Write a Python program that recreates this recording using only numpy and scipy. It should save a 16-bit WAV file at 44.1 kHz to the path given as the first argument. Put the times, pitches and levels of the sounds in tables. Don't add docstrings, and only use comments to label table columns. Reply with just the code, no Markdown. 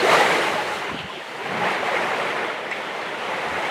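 import sys
import numpy as np
from scipy import signal
from scipy.fft import rfft, irfft, next_fast_len
from scipy.io import wavfile
from scipy.ndimage import uniform_filter1d, map_coordinates

SR = 44100
rng = np.random.default_rng(int(sys.argv[2]) if len(sys.argv) > 2 else 0)


def gain_from_db(level_db):
    decades = np.asarray(level_db, float) / 20
    return 10 ** decades


def transcribe(signal):
    frames = np.atleast_2d(signal).T
    limited = np.clip(frames, -1, 1)
    pcm = np.round(limited * 32767).astype(np.int16)
    wavfile.write(sys.argv[1], SR, pcm)


N = 163170

# (time [s], level [dB])
WAVE_STRENGTH = [(0, -21.5), (.14, -16), (.36, -20), (.5, -23.5), (.7, -27), (.9, -29.5), (1.0, -35),
                 (1.3, -37), (1.38, -33), (1.5, -27), (1.68, -22), (1.8, -25.5), (1.95, -22.5),
                 (2.42, -25.5), (2.62, -30), (3.12, -30), (3.3, -28), (3.7, -24.5)]
# (frequency [Hz], density [dB per Hz])
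CHURN_SPECTRUM = [(24, -73), (40, -56), (129, -10), (264, -5.5), (420, -0.5), (560, -2), (850, -3.5),
                  (1570, -5.5), (2060, -2.5), (6000, -34), (7800, -50), (13200, -120)]
# (time [s], level [dB])
SPRAY_THROWN = [(0.0, -40.5), (0.14, -30.5), (0.17, -33.5), (0.69, -44), (0.74, -41), (0.97, -52.5),
                (0.99, -52), (1.03, -54), (1.5, -49.5), (1.72, -44), (1.8, -49), (1.87, -44.5), (2.2, -45),
                (2.7, -53.5), (2.71, -51), (2.75, -50.5), (3.06, -51.5), (3.7, -46)]
# (frequency [Hz], density [dB per Hz])
SPRAY_SPECTRUM = [(1500, -15), (2800, 0), (4060, -2.5), (4930, -9), (6500, -10.5), (9130, -14),
                  (16200, -29.5)]
# (frequency [Hz], density [dB per Hz])
WAKE_SPECTRUM = [(20, -50), (60, -32), (150, -9), (350, -6.5), (700, -8.5), (3000, -4), (5000, -24),
                 (16200, -51)]
# (time [s], peak [dB], pitch [Hz], life [s])
POPS = [(1.965, -15, 2080, .009), (1.097, -27, 1000, .014), (3.14, -26, 1400, .016),
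        (.893, -27, 1000, .014), (.578, -22, 820, .03), (.553, -22, 600, .022),
        (.712, -28, 820, .025), (.944, -19, 260, .007), (.93, -32, 130, .012),
        (.912, -24, 280, .007), (1.044, -28, 170, .012), (.002, -22, 4150, .007),
        (.028, -16, 380, .02), (.047, -16, 450, .012), (.066, -16, 680, .01), (.086, -15, 640, .016),
        (.092, -17, 2050, .01), (.128, -13, 680, .012), (.144, -11, 1150, .01),
        (.157, -14, 1300, .008), (.21, -13, 500, .014), (.31, -17, 1600, .008),
        (.34, -21, 2020, .01), (.963, -31, 200, .01), (1.0, -31, 150, .014), (1.173, -30, 345, .016),
        (1.201, -36, 684, .012), (1.218, -30, 1760, .01), (1.41, -29, 400, .014),
        (1.395, -28, 950, .02), (1.457, -24, 783, .014), (1.614, -20, 805, .016),
        (1.66, -21, 657, .016), (1.825, -22, 544, .016), (1.935, -22, 500, .016),
        (2.13, -24, 2100, .012), (2.728, -26, 2600, .006), (3.005, -29, 1100, .014),
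        (3.325, -25, 850, .014), (3.315, -28, 1970, .014), (3.655, -26, 2200, .016)]
# (time [s], level [dB], decay by 60 dB [s], centre [Hz])
SPLASHES = [(.988, -26, .14, 2800), (.989, -39, .08, 4300), (.885, -35, .15, 2400), (2.716, -25, .25, 2200),
            (.005, -27, .05, 4200), (.115, -23, .5, 1250), (.305, -24, .5, 480), (.135, -24, .35, 2300),
            (.35, -27, .4, 480), (1.96, -30, .5, 2200), (.56, -33, .5, 2600), (1.875, -27, .2, 750),
            (2.005, -27, .3, 650), (2.325, -28, .15, 500), (2.94, -33, .3, 800), (3.29, -31, .3, 800),
            (3.63, -28, .5, 900), (.092, -24, .3, 2200), (.18, -21, .5, 800), (.43, -30, .2, 1700),
            (.482, -31, .15, 1900), (1.2, -39, .2, 700), (1.345, -36, .3, 950), (1.447, -34, .2, 2200),
            (1.56, -32, .3, 2050), (2.4, -32, .15, 1940), (2.8, -34, .2, 1100), (3.12, -35, .2, 2100),
            (3.22, -33, .2, 800), (3.43, -32, .4, 820), (3.54, -32, .3, 1800), (3.635, -31, .3, 2100)]
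# (share of centre [ratio], density [dB per Hz])
SPLASH_SPECTRUM = [(.2, -35), (.55, 0.5), (1, 14), (1.6, -15), (3, -25), (5, -43)]
# (time [s], length [s], level [dB], depth of the low push [dB])
GUSTS = [(0.018, .05, -38, -1), (0.128, 0.052, -37, 0), (0.303, 0.3, -60, 15), (0.545, 0.039, -34.5, -3),
         (0.71, 0.21, -50.5, 10), (0.93, 0.085, -36, 1), (1.05, 0.05, -42, 9), (1.585, 0.23, -35, -16),
         (1.812, 0.039, -41, -12), (2.04, 0.17, -39.5, -11), (3.53, .12, -42.5, 8.5), (.42, .08, -51, 8),
         (1.16, .1, -61, 6), (2.903, 0.11, -56, 4), (3.2, .12, -60, 7)]
# (frequency [Hz], density [dB per Hz])
BUFFET_SPECTRUM = [(40, -42), (110, -5), (200, 4), (320, -9), (600, -36), (1200, -80)]
# (frequency [Hz], density [dB per Hz])
PUSH_SPECTRUM = [(15, -30), (40, -14), (90, 4), (140, -6), (300, -40)]
# (frequency [Hz], level [dB], decay by 60 dB [s])
FITTING_MODES = [(1000, -9, .015), (1980, -2, .022), (2550, -15, .04), (3400, -13, .012), (5250, -19, .016),
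                 (7750, -21, .016)]
# (frequency [Hz], width [Hz], boost [dB])
HOUSING_RESONANCES = [(852, 97, 3), (1990, 680, -1), (278, 49, -4), (3100, 200, 0.5), (630, 25, 1.5)]


def unit(x):
    return x / np.sqrt(np.mean(x ** 2) + 1e-20)


def wobble(rate):
    knots = rng.standard_normal(int(N * rate / SR) + 4)
    return map_coordinates(knots, [np.arange(N) * rate / SR])


def filtered(x, response):
    size = next_fast_len(len(x) + 8192)
    spectrum = rfft(x, size) * response(np.fft.rfftfreq(size, 1 / SR))
    return irfft(spectrum, size)[:len(x)]


def coloured(x, points):
    f, db = np.transpose(points)

    def response(hz):
        return gain_from_db(np.interp(np.log(hz + 1), np.log(f + 1), db, left=-120, right=-120))

    return unit(filtered(x, response))


def patchy(depth_db):
    z = signal.stft(rng.standard_normal(N), nperseg=512)[2]
    field = uniform_filter1d(rng.standard_normal(z.shape), size=7, axis=0)
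    field = uniform_filter1d(field, size=10, axis=1)
    return unit(signal.istft(z * gain_from_db(depth_db * unit(field)), nperseg=512)[1][:N])


def grains(count, hz, spread, cycles, size_db, rise, size):
    u, t = rng.random((count, 2)), np.arange(size) / SR
    f = np.clip(hz * np.exp(spread * rng.standard_normal((count, 1))), 150, 15000)
    gain = gain_from_db(-size_db * np.log(u[:, 1:] + 0.003)) * f / hz
    age = t * f / cycles
    wave = gain * np.sin(2 * np.pi * f * t * (1 + rise * age)) * age * np.exp(-3 * age)
    at = (u[:, :1] * N).astype(int) + np.arange(size)
    return unit(np.bincount(at.ravel(), wave.ravel(), N + size)[:N])


def level_curve(table):
    return np.interp(np.arange(N) / SR, *np.transpose(table))


def churn():
    bubbles = grains(count=4100, hz=801.0, spread=.7, cycles=14.3, size_db=1.9, rise=0.033, size=1200)
    mixture = patchy(0.3) + gain_from_db(-11) * bubbles
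    return gain_from_db(level_curve(WAVE_STRENGTH)) * coloured(mixture, CHURN_SPECTRUM)


def spray():
    fizz = grains(count=9000, hz=5470, spread=0.395, cycles=23, size_db=4.0, rise=0.022, size=300)
    hiss = coloured(patchy(0.71) + gain_from_db(-11) * fizz, SPRAY_SPECTRUM)
    return gain_from_db(level_curve(SPRAY_THROWN) + 4.5 + 0.26 * wobble(12)) * hiss


def wake():
    return gain_from_db(-38.5 + 1.3 * wobble(3.47)) * coloured(patchy(2.5), WAKE_SPECTRUM)


def water():
    surge_db = 0.35 * wobble(14) + 0.48 * wobble(35.43)
    return gain_from_db(surge_db) * (churn() + spray()) + wake()


def pops():
    out, t = np.zeros(N + SR), np.arange(SR // 4) / SR
    for s, db, hz, life in POPS:
        age = t / life
        ring = np.sin(2 * np.pi * hz * t * (1 + 0.021 * age))
        out[round(s * SR):][:len(t)] += gain_from_db(db) * 8 * age * np.exp(-3 * age) * ring
    return out[:N]


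def splashes():
    out, t = np.zeros(N + SR), np.arange(SR // 4) / SR
    for s, db, t60, hz in SPLASHES:
        noise = gain_from_db(1.5 * wobble(170)[:len(t)]) * rng.standard_normal(len(t))
        patter = coloured(noise, np.multiply(SPLASH_SPECTRUM, (hz, 1)))
        onset = 1 - np.exp(-t / 0.0014)
        out[round(s * SR):][:len(t)] += gain_from_db(db - 60 * t / t60) * onset * patter
    return out[:N]


def lumpy_pressure(spectrum):
    return coloured(gain_from_db(0.67 * wobble(60)) * rng.standard_normal(N), spectrum)


def wind():
    t, out = np.arange(N) / SR, np.zeros(N)
    buffet, push = lumpy_pressure(BUFFET_SPECTRUM), lumpy_pressure(PUSH_SPECTRUM)
    for s, length, db, deep_db in GUSTS:
        swell = np.exp(-(2.0 * (t - s) / length) ** 2)
        out += gain_from_db(db) * swell * (buffet + gain_from_db(-10.5 + deep_db) * push)
    return out


def fitting_tick():
    out, t = np.zeros(N + SR), np.arange(SR // 4) / SR
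    ring = sum(gain_from_db(db - 60 * t / t60) * np.sin(2 * np.pi * hz * t) for hz, db, t60 in FITTING_MODES)
    onset = 1 - np.exp(-t / .0006)
    out[round(2.7127 * SR):][:len(t)] += gain_from_db(-12) * ring * onset
    return out[:N]


def scene():
    return (water() + pops() + splashes() + wind() + fitting_tick())[None]


def housing(f):
    boost_db = sum(db / (1 + (2 * (f - hz) / width) ** 2) for hz, width, db in HOUSING_RESONANCES)
    bass_cut = f / np.hypot(f, 58)
    return gain_from_db(boost_db) * bass_cut


def roll_off(x):
    return signal.sosfilt(signal.butter(12, 15740, fs=SR, output="sos"), x)


def record(dry):
    ceiling = .62
    rounded = dry[0] / (1 + (dry[0] / ceiling) ** 4) ** (1 / 4)
    return roll_off(filtered(rounded, housing)[None])


dry = scene()
out = record(dry)
transcribe(out)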